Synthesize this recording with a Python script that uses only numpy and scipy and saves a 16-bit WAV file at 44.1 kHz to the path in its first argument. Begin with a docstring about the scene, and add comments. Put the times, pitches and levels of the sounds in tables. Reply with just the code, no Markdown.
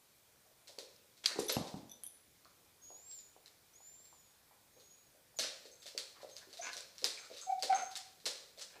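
"""An echoing room with a hard, polished floor, where two dogs scuffle near a hissy microphone.
Claws swell at their own pitch and tick, claws and pads skid in uneven slips, and pads thud with low bursts.
Metal modes ring in a near and a far collar, broken puffs make hoarse huffs, gliding near-pure tones
make thin nose whines, and a throbbing tone hoots. Sparse decaying reflections carry them round the room."""
import sys
import numpy as np
from scipy import signal
from scipy.io import wavfile
from scipy.ndimage import uniform_filter1d

SR = 44100
rng = np.random.default_rng(int(sys.argv[2]) if len(sys.argv) > 2 else 0)


def waveform_to_disk(signal):
    """Save audio, clipped to [-1, 1], as 16-bit WAV at the path in sys.argv[1]."""
    frames = np.transpose(np.atleast_2d(signal))
    scaled = np.clip(frames, -1, 1) * 32767
    samples = np.round(scaled).astype(np.int16)
    wavfile.write(sys.argv[1], SR, samples)


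N = 388080  # samples


def gain_of(db):
    """Decibels to amplitude."""
    return 10 ** (np.asarray(db) / 20)


def evened(x):
    """Scales to rms 1."""
    return x / np.sqrt(np.mean(x ** 2) + 1e-20)


def drifting(noise, samples):
    """Smooths noise twice into a slow random drift of rms 1."""
    return evened(uniform_filter1d(uniform_filter1d(noise, samples), samples))


def read(points, hz):
    """Reads a table of (Hz, value) on a log-frequency axis."""
    f, value = np.transpose(points)
    return np.interp(np.log(hz + 1), np.log(f + 1), value)


def add(mix, s, sound):
    """Mixes a sound in at time s, in seconds."""
    part = mix[round(s * SR):][:len(sound)]
    part += sound[:len(part)]


def resonate(x, hz, width):
    """One damped resonance with a gain near 1 at its centre."""
    r = np.exp(-np.pi * width / SR)
    pole = r * np.exp(2j * np.pi * hz / SR)
    return 2 * signal.lfilter([1 - r], [1, -pole], x).real


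def rasp(length, rate, resonances, taper=0.32):
    """Uneven clicks, at a given average rate per second, excite damped resonances for a short while."""
    chance, spread, sign = rng.random((3, SR // 4))[:, :round(length * SR)]
    size = gain_of(-1.3 * np.log(spread + 1e-9))
    slips = (sign - .5) * size * (chance < rate / SR)
    out = 0
    for hz, width, db in resonances:
        low_cut = signal.butter(2, 0.17 * hz, "high", fs=SR)  # thins out the low end below each resonance
        part = signal.lfilter(*low_cut, slips)
        part = resonate(resonate(part, hz, width), hz, 2 * width)
        damped_top = signal.butter(2, min(hz + 1.15 * width, .4 * SR), fs=SR)
        part = signal.lfilter(*damped_top, part)
        out = out + gain_of(db) * evened(part)
    return out * signal.windows.tukey(len(out), np.clip(taper, 0, 1))


# Hiss at the microphone. Each row: frequency in Hz, relative level in dB per Hz.
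HISS_COLOUR = [(12, -41), (20, -28), (87, -1.5), (251, -6.5), (546, -4.5), (610, -6.5), (1260, -10.5),
               (1480, -10), (2190, -10.5), (2450, -8), (2660, -13.5), (3510, -9.5), (8300, -12),
               (14100, -12.5), (15300, -14)]
HISS_DB = -67.5  # rms


def hiss():
    """Microphone and room noise: coloured noise, nearly even, its level drifting a little in patches."""
    frames, hz = N // 256 + 5, np.fft.rfftfreq(1024, 1 / SR)
    real, imaginary, patches = rng.standard_normal((frames, 513, 3)).T
    patches = evened(uniform_filter1d(uniform_filter1d(patches, 14, 0), 12, 1))
    level_db = read(HISS_COLOUR, hz)[:, None] + 1.2 * patches
    spectrum = (real + 1j * imaginary) * gain_of(level_db)
    noise = signal.istft(spectrum, nperseg=1024, noverlap=768)[1][:N]
    return gain_of(HISS_DB) * evened(noise)


# How long the room rings, beneath the early boost.
# Each row: frequency in Hz, time to fall by 60 dB in seconds.
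ROOM_DECAY = [(80, 0.23), (180, 0.39), (500, 0.85), (800, 0.72), (1700, 0.68), (4500, 0.58), (9000, 0.54),
              (14000, 0.23)]
ROOM_TURNS_PER_S = 3.1


def room(x, gap=.004, early_db=2.0, early_t60=0.15, uneven_db=3.0):
    """Sparse reflections, strong at first, each band dying at its own speed; three tails take turns."""
    out, turn = np.zeros(N), 2 * np.pi * ROOM_TURNS_PER_S * np.arange(N) / SR
    for k in range(3):
        taps = np.zeros(SR)
        at = np.arange(0, SR - 20, 20) + rng.integers(0, 20, (SR - 1) // 20)
        uneven = gain_of(uneven_db * rng.standard_normal(len(at)))
        taps[at] = rng.choice([-1., 1.], len(at)) * uneven
        hz, t, spectrum = signal.stft(taps, SR, nperseg=512)
        decay = gain_of(-60 * t / read(ROOM_DECAY, hz)[:, None])
        tail = signal.istft(spectrum * decay, SR, nperseg=512)[1]
        # near walls and furniture
        tail *= 1 + gain_of(early_db - 60 * np.arange(len(tail)) / SR / early_t60)
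        share = np.sqrt(2 / 3) * np.cos(turn + k * np.pi / 3)  # the three powers add up to 1
        add(out, gap, signal.fftconvolve(x * share, tail / np.linalg.norm(tail))[:N])
    return out


# Hoots, one table each. Each row: time in seconds, pitch in Hz before the waver,
# level in dB before the throb and the end fades.
HOOT_CURVES = [
    [(6.586, 687, -56), (6.6, 671, -39), (6.614, 690, -39)],
    [(7.462, 754, -52), (7.485, 766, -35), (7.5, 769, -29), (7.528, 769.4, -28), (7.55, 763, -35.5),
     (7.567, 725, -44), (7.585, 770, -36), (7.605, 750, -33)],
    [(7.692, 773, -30), (7.705, 760, -23), (7.735, 751, -22), (7.752, 782, -32.5), (7.79, 749, -35),
     (7.812, 739, -53), (7.833, 727, -30.5), (7.845, 730, -48)],
]
HOOT_ROOM_DB, OVERTONES_DB = -10, -36
THROBS_PER_S, THROB_DEPTH = 37.4, 0.59  # depth as a share of amplitude


def hoots(wobble=0.017, third_db=6.5):
    """An almost pure tone that throbs evenly and wavers in pitch, with two faint partials."""
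    out, drift = np.zeros(N), drifting(rng.standard_normal(N), 250)
    for rows, start in zip(HOOT_CURVES, rng.random(len(HOOT_CURVES))):
        s, hz, db = np.transpose(rows)
        t = np.arange(s[0], s[-1], 1 / SR)
        waver = 1 + wobble * drift[round(s[0] * SR):][:len(t)]
        angle = 2 * np.pi * (start + np.cumsum(np.interp(t, s, hz) * waver) / SR)
        partials = np.sin(1.94 * angle) + gain_of(third_db) * np.sin(3 * angle)
        tone = np.sin(angle) + gain_of(OVERTONES_DB) * partials
        throb = 1 - THROB_DEPTH * np.cos(np.pi * THROBS_PER_S * (t - s[0])) ** 2
        level = gain_of(np.interp(t, s, db)) * signal.windows.tukey(len(t), .1)
        add(out, s[0], level * throb * tone)
    return out, gain_of(HOOT_ROOM_DB) * out


# Whines through the nose, one table each. Each row: time in seconds, whistle pitch in Hz before
# the wobble, whistle level in dB rms before the flutter and the end fades.
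WHINE_CURVES = [
    [(2.81, 6400, -73), (2.838, 6640, -57.5), (2.96, 6780, -57.5), (3.008, 7080, -64), (3.078, 7500, -59),
     (3.124, 7580, -48), (3.165, 7250, -55), (3.198, 7040, -54.5), (3.235, 6900, -65), (3.33, 6900, -72)],
    [(3.726, 5300, -68), (3.738, 5900, -63), (3.748, 6470, -71), (3.762, 6760, -60), (3.795, 6820, -68),
     (3.87, 7120, -57.5), (3.93, 7260, -62.5), (4.051, 7400, -63.5), (4.115, 7370, -68.5),
     (4.205, 6900, -70), (4.34, 6640, -79)],
    [(4.73, 6460, -77), (4.784, 6620, -70), (4.896, 6710, -69), (4.914, 6700, -61), (4.96, 6730, -71),
     (5.09, 6700, -79)],
    [(5.362, 6800, -70), (5.37, 7000, -54), (5.387, 6500, -60)],
    [(5.58, 6940, -70), (5.625, 7600, -77), (5.66, 7450, -80.5), (5.7, 7460, -71)],
]
# Air rushing with the whine. Each row: resonance in Hz, width in Hz of each of two passes,
# level in dB against the whistle when it is at the strain pitch.
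RUSHING_AIR = [(4430, 950, -21), (5180, 1300, -17)]
STRAIN_HZ, STRAIN_DB_PER_KHZ = 7370, 3  # more air escapes as the whistle is pushed higher
OCTAVE_DB, WHINE_ROOM_DB = -20, -9.0


def whines(wobble=0.0033, flutter_db=1.0):
    """A nearly pure nose whistle that flutters, with a weak broken octave and some rushing air."""
    out = np.zeros(N)
    for rows in WHINE_CURVES:
        s, hz, db = np.transpose(rows)
        t = np.arange(s[0], s[-1], 1 / SR)
        pitch = np.interp(t, s, hz)
        air, jitter, flutter, breaks = rng.standard_normal((4, N // 8))
        flutter, breaks = drifting(flutter, 500)[:len(t)], drifting(breaks, 500)[:len(t)]
        jitter = evened(uniform_filter1d(jitter, 150))[:len(t)]
        angle = 2 * np.pi * np.cumsum(pitch * (1 + wobble * jitter)) / SR
        tone = gain_of(flutter_db * flutter) * np.sin(angle)
        tone += gain_of(4.6 * breaks + OCTAVE_DB) * np.sin(2 * angle)
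        rush = np.zeros(len(t))
        for f, width, air_db in RUSHING_AIR:
            band = resonate(resonate(air, f, width), f, width)
            rush += gain_of(air_db) * evened(band)[:len(t)]
        rush *= gain_of(STRAIN_DB_PER_KHZ * (pitch - STRAIN_HZ) / 1000)
        level = gain_of(np.interp(t, s, db)) * signal.windows.tukey(len(t), .05)
        add(out, s[0], level * (np.sqrt(2) * tone + rush))
    return out, gain_of(WHINE_ROOM_DB) * out


# The dogs' hoarse huffs. Each row: start in seconds, length in seconds, level in dB,
# mouth opening as a factor on the throat's pitches, level of the upper two resonances in dB.
HUFF_EVENTS = [(6.147, 0.1, -71.5, 0.82, 3), (6.406, 0.045, -65, 1.08, -22), (6.612, 0.1, -55, 1.105, 3.5),
               (7.176, 0.11, -67.5, 0.92, -18), (7.413, 0.028, -65.5, 0.88, -22),
               (7.688, 0.15, -51, 0.98, 1), (7.841, 0.1, -74, 1.2, -18), (8.686, 0.15, -70.5, 1.14, 2)]
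# The throat. Each row: resonance in Hz before the mouth factor, width in Hz, relative level in dB.
THROAT_RESONANCES = [(970, 580, -4), (1470, 420, 2.5), (2060, 940, 0), (2900, 3500, -0.5)]
PUFFS_PER_S, HUFF_ROOM_DB = 800, -3


def huffs():
    """Broken puffs of air through the throat, whose resonances rise as the mouth opens."""
    out = np.zeros(N)
    for s, length, db, mouth, upper_db in HUFF_EVENTS:
        throat = []
        for k, (hz, width, relative_db) in enumerate(THROAT_RESONANCES):
            throat.append((mouth * hz, width, db + relative_db + upper_db * (k > 1)))
        add(out, s, rasp(length, PUFFS_PER_S, throat, taper=0.45))
    return out, gain_of(HUFF_ROOM_DB) * out


# Levels of the collar tags hold before the brushing makes them ragged.
# Far collar. Each row: strike in seconds, level in dB, level of the second mode group in dB.
FAR_COLLAR_STRIKES = [(5.7144, -52, -9), (5.7394, -57.5, -9), (5.7972, -61.5, -4), (6.3121, -49.5, -17),
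                      (7.1272, -58, 5), (7.1894, -50, -9), (7.4144, -52, -6), (7.428, -53.5, 1),
                      (7.7468, -41.5, -22), (7.7583, -36.5, -16), (7.8226, -43.5, -23), (7.8494, -50, -20)]
# Its mode groups, main then high. Each row: pitch in Hz, level in dB, time to fall 60 dB in seconds.
FAR_COLLAR_MODES = [
    [(6240, -16, 0.092), (6400, -5, 0.098)],
    [(7570, -7.5, 0.18), (7940, -5.5, 0.041)],
]
# Near collar. Each row: strike in seconds, level in dB, high group in dB, low group in dB.
NEAR_COLLAR_STRIKES = [(1.4427, -42, -17, -10), (1.4656, -53, -4.5, -5.5), (1.4833, -43, -4.5, 11),
                       (1.5244, -44, 10.5, 5), (1.5442, -46, 2, 3), (1.8956, -58, -3, 16),
                       (1.9144, -58, -1, 13), (2.0358, -35.5, -10, -24), (2.0644, -47, -11, -8),
                       (2.0713, -52, -6, -7), (2.0995, -62, -6, -10)]
# Its mode groups, main, high, low. 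Each row: pitch in Hz, level in dB, time to fall 60 dB in seconds.
NEAR_COLLAR_MODES = [
    [(3220, -22, 0.073), (9840, 1.5, 0.034), (10120, -14, 0.054)],
    [(11460, 4.5, 0.027), (11600, -17, 0.03), (14480, -10, 0.041)],
    [(3530, -11.5, 0.054), (6000, -4, 0.033)],
]


def tags(strikes, groups, room_db, tick_db=-8.0, tick_hz=8000, tick_s=0.00024):
    """Struck metal: a tick, and groups of modes whose strength depends on where the blow lands."""
    out, t = np.zeros(N), np.arange(SR // 2) / SR
    tick = (np.exp(-(t / tick_s - 2) ** 2) * np.sin(2 * np.pi * tick_hz * t))[:100]
    phases = rng.random((len(strikes), len(groups), 3))  # in turns
    for (s, db, *place), strike_phases in zip(strikes, phases):
        add(out, s, gain_of(db + tick_db) * tick)
        for modes, place_db, group_phases in zip(groups, [0, *place], strike_phases):
            for (hz, mode_db, t60), phase in zip(modes, group_phases):
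                level = gain_of(db + mode_db + place_db - 60 * t / t60)
                add(out, s, level * np.sin(2 * np.pi * (hz * t + phase)))
    touch = drifting(rng.standard_normal(N), 120)
    out *= gain_of(6.1 * touch - 2.0)  # the tags brush each other, so the ring is ragged
    return out, gain_of(room_db) * out


# Paws sliding, and brief smeared claw clicks; the narrow ones squeak. Each row: start in seconds,
# length in seconds, level in dB rms before the end fades, scrape pitch in Hz, width in Hz.
SKID_EVENTS = [(1.237, 0.019, -47.5, 2830, 4880), (1.258, 0.007, -28, 4260, 2380),
               (1.269, 0.059, -53, 1600, 1480), (1.378, 0.058, -53.5, 5800, 6000),
               (1.393, 0.011, -43.5, 7700, 4000), (1.494, 0.0107, -35.5, 4050, 5170),
               (1.523, 0.031, -49, 3770, 4140), (1.587, 0.047, -54.5, 840, 265),
               (5.407, 0.049, -60, 2000, 1200), (5.421, 0.025, -42.5, 4500, 3900),
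               (5.454, 0.022, -48, 4130, 2470), (5.865, 0.026, -61, 4070, 2980),
               (5.977, 0.005, -39.5, 4750, 3240), (6.609, 0.04, -50.5, 6160, 250),
               (6.617, 0.041, -56.5, 6780, 300), (6.789, 0.052, -79, 4500, 3500),
               (7.173, 0.022, -54.5, 2250, 304), (7.303, 0.11, -61, 4270, 2450),
               (7.967, 0.011, -46, 6750, 4840), (8.608, 0.022, -47, 5060, 3800)]
SKID_ROOM_DB = 1.5  # for skids of 30 ms and longer
SLIPS_PER_S, EXTRA_SLIPS = 500, 18  # a steady scrape; about this many more per skid, so brief ones are denser


def skids():
    """Uneven slips of claw and pad excite one scraping resonance; the briefest are heard mostly direct."""
    dry, wet = np.zeros((2, N))
    for s, length, db, hz, width in SKID_EVENTS:
        scrape = rasp(length, SLIPS_PER_S + EXTRA_SLIPS / length, [(hz, width, db)])
        add(dry, s, scrape)
        add(wet, s, gain_of(SKID_ROOM_DB) * min(length / .03, 1) * scrape)
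    return dry, wet


# Pads and bodies landing. Each row: time in seconds, to which a short lag is added, level in dB,
# ring in Hz, room level in dB against the direct sound, knock level in dB against the thud.
THUD_EVENTS = [(0.449, -69, 640, 9, -17), (0.512, -62, 580, -4, -15), (0.691, -58, 592, 2.5, 2),
               (0.782, -42, 510, -0.5, -4), (1.043, -62, 510, -2, -5.5), (1.309, -44, 510, -0.5, -17),
               (1.357, -39, 410, 2, 1.5), (1.387, -23.5, 440, -4, -4), (1.389, -44, 140, -3, -20),
               (1.401, -35, 364, -1, -17), (1.492, -39, 502, 9.5, -12), (1.565, -23.5, 204, -3, -1),
               (1.59, -42, 180, -9, -15), (1.609, -32, 207, -7.5, -3), (1.739, -33.5, 189, -0.5, -5),
               (1.765, -41, 178, -4, -9.5), (1.828, -43, 219, -17, -16), (1.85, -52, 200, 3, -15),
               (2.453, -50.5, 1150, 0, -4), (2.902, -60, 513, 1, 13), (3.362, -60.5, 494, -3, 11),
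               (3.802, -56, 790, -5, -15), (3.998, -64, 603, -10, -9), (4.125, -53.5, 943, -1.5, -15),
               (4.509, -57.5, 885, 3, -9), (4.764, -60, 500, 6, -1.5), (5.147, -60.5, 580, 2, -12),
               (5.341, -60.5, 800, -4, -12), (5.387, -39, 593, 2.5, -20), (5.405, -49, 274, 0, -19),
               (5.443, -40.5, 560, -3, -15), (5.652, -50, 484, 2, -8), (5.855, -51.5, 594, 1.5, -15),
               (5.947, -44, 506, 2, -12), (6.229, -42.5, 580, -0.5, -10), (6.244, -42, 594, -7.5, -15),
               (6.291, -54, 510, 1, -5.5), (6.47, -54, 410, 2, -6), (6.533, -61.5, 586, 8.5, -5.5),
               (6.759, -50, 540, 4, -14), (7.019, -49, 477, 11, -12), (7.046, -46.5, 483, -1, 8.5),
               (7.299, -50.5, 587, 0, -14), (7.311, -42, 520, -2, -14), (7.628, -44, 560, 9, -2),
               (8.241, -58.5, 390, 10, -9), (8.264, -41.5, 550, 0.5, 1.5), (8.57, -62, 554, 14.5, -17),
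               (8.756, -59.5, 475, 5, 7.5)]
LONGEST_SQUASH_S, KNOCK_S, KNOCK_HZ = 0.0018, 0.00079, 705  # times to the envelope's peak


def thuds(lag=0.002025, soft=1.64):
    """A pad squashes, then pushes the floor for a cycle or two; bone and claw add a shorter knock above."""
    dry, wet, t = *np.zeros((2, N)), np.arange(3000) / SR
    knock_swell = (t / KNOCK_S * np.exp(1 - t / KNOCK_S)) ** soft
    knock = knock_swell * np.sin(2 * np.pi * KNOCK_HZ * t)
    for s, db, hz, room_db, knock_db in THUD_EVENTS:
        u = t / min(LONGEST_SQUASH_S, 1 / hz)
        push = (u * np.exp(1 - u)) ** soft * np.sin(2 * np.pi * hz * t)
        blow = push + gain_of(knock_db) * knock
        blow = signal.lfilter(*signal.butter(2, .4 * hz, "high", fs=SR), blow)  # the floor springs back
        add(dry, s + lag, gain_of(db) * blow)
        add(wet, s + lag, gain_of(db + room_db) * blow)
    return dry, wet


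# Claw taps, near and far. Each row: start of the swell in seconds, level in dB, ring in Hz,
# room level in dB against the direct tick.
CLAW_TAPS = [(0.6736, -41.5, 4160, 13), (0.7868, -27, 4550, 3), (0.963, -48, 5300, -5),
             (1.242, -33, 3300, 3), (1.259, -12, 4760, 1.5), (1.2605, -16, 3290, -11),
             (1.3857, -37, 3970, 16), (1.494, -23, 4260, 12), (1.5662, -30.5, 2750, 1),
             (1.6724, -36.5, 3740, 9.5), (2.448, -46, 4400, 2), (3.114, -42, 5040, 0),
             (3.1892, -43, 5330, 4), (3.46, -40, 4080, 4), (3.4794, -43, 4030, -8), (4.0542, -50, 4200, 5),
             (4.7994, -46.5, 4520, 8.5), (5.3885, -19, 6180, 9), (5.3921, -27, 4540, 13.5),
             (5.6535, -44, 4430, 11.5), (5.8218, -44, 3760, 13), (5.8585, -38.5, 3640, 14.5),
             (5.8777, -38, 3700, 8), (5.9777, -20.5, 4650, 4.5), (6.2173, -43, 4340, 11),
             (6.291, -45, 4240, 11.5), (6.3663, -32, 4950, 3.5), (6.3824, -36.5, 6700, 4),
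             (6.5293, -37, 4600, 9), (6.572, -36.5, 3960, 10), (6.7174, -47, 5140, 19),
             (6.732, -29, 4300, 6.5), (6.768, -29, 5890, 7.5), (6.779, -34, 5600, 1),
             (6.807, -34, 7700, -3), (6.982, -35, 5670, 6.5), (7.017, -36.5, 4220, 7),
             (7.0432, -11.5, 5120, 3.5), (7.3002, -47.5, 4770, 6), (7.3492, -41, 4310, 0),
             (7.3656, -39.5, 4000, 14), (7.3836, -37.5, 6300, 7.5), (7.5937, -41, 3870, 8.5),
             (7.6245, -20.5, 4800, 9), (7.9079, -47, 6460, 20), (7.9547, -26.5, 3820, 9),
             (8.2017, -47, 4090, 9), (8.2559, -23.5, 4220, 14), (8.2594, -25, 4170, 2.5),
             (8.5757, -44, 3670, 11), (8.5883, -38, 4280, 12)]
# The floor's colour on a tap. Each row: frequency in Hz, relative level in dB per Hz.
TICK_COLOUR = [(530, -38.5), (900, -24.5), (1720, -18), (1890, -17.5), (2940, -16.5), (4210, -6),
               (8030, -14.5), (13400, -25.5), (14600, -37), (15700, -21)]
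# Faint stray taps while the dogs move. Each row: from and to, in seconds.
PATTER_SPANS = [(0.95, 1.8), (2.3, 2.5), (5.4, 7.6)]
CLAW_CYCLES, CLAW_SHARPNESS = 1.9, 0.8  # build-up of a tap; share of treble in its tick
PATTER_PER_S, PATTER_ROOM_DB = 4, 13.5
PATTER_FAINTEST_DB, PATTER_SPREAD_DB, PATTER_HZ = -53.5, 8, 4650  # each tap at 0.8 to 1.3 of this pitch


def stray_taps():
    """Scatters faint taps of random level and pitch over the spans of movement, as rows like the claw taps."""
    when, luck, size, pitch = rng.random((200, 4)).T
    when = when * N / SR
    inside = sum((when > a) & (when < b) for a, b in PATTER_SPANS) > 0
    kept = inside & (luck < PATTER_PER_S * N / SR / len(luck))
    db = PATTER_FAINTEST_DB + PATTER_SPREAD_DB * size
    hz = PATTER_HZ * (.8 + .5 * pitch)
    return np.transpose([when, db, hz, np.full(len(when), PATTER_ROOM_DB)])[kept]


def claws():
    """Each tap swells for a few cycles at the claw's own pitch and lets go with a tick coloured by the floor."""
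    log_gain = np.log(gain_of(read(TICK_COLOUR, abs(np.fft.fftfreq(2048, 1 / SR)))))
    # minimum phase: the tick's energy comes at once
    tick = np.fft.ifft(np.exp(log_gain - 1j * signal.hilbert(log_gain).imag)).real[:400]
    tick, t = tick / abs(tick).max(), np.arange(400) / SR
    dull = signal.lfilter(*signal.butter(2, 7000, fs=SR), tick)
    tick = dull + CLAW_SHARPNESS * (tick - dull)
    dry, wet = np.zeros((2, N))
    for s, db, hz, room_db in [*CLAW_TAPS, *stray_taps()]:
        u = t * hz / CLAW_CYCLES
        ring = gain_of(db) * (u * np.exp(1 - u)) ** 0.52 * np.sin(2 * np.pi * hz * t)
        add(dry, s, 0.5 * ring)
        add(dry, s + CLAW_CYCLES / hz, gain_of(db) * tick)
        add(wet, s, gain_of(room_db) * (0.04 * ring + gain_of(db) * tick))
    return dry, wet


def scene():
    """Every source reaches the microphone directly and through the room, over the hiss."""
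    far = tags(FAR_COLLAR_STRIKES, FAR_COLLAR_MODES, room_db=3.5)
    near = tags(NEAR_COLLAR_STRIKES, NEAR_COLLAR_MODES, room_db=-5.0)
    parts = [hoots(), whines(), huffs(), far, near, skids(), thuds(), claws()]
    direct, to_room = np.sum(parts, axis=0)
    return (direct + room(to_room) + hiss())[None]


def record(dry):
    """Limits the band: a steep low-pass takes away the top treble."""
    low_pass = signal.firwin(511, 15500, window=("kaiser", 9), fs=SR)  # edge in Hz
    return signal.oaconvolve(dry, low_pass[None], "same")


dry = scene()
out = record(dry)
waveform_to_disk(out)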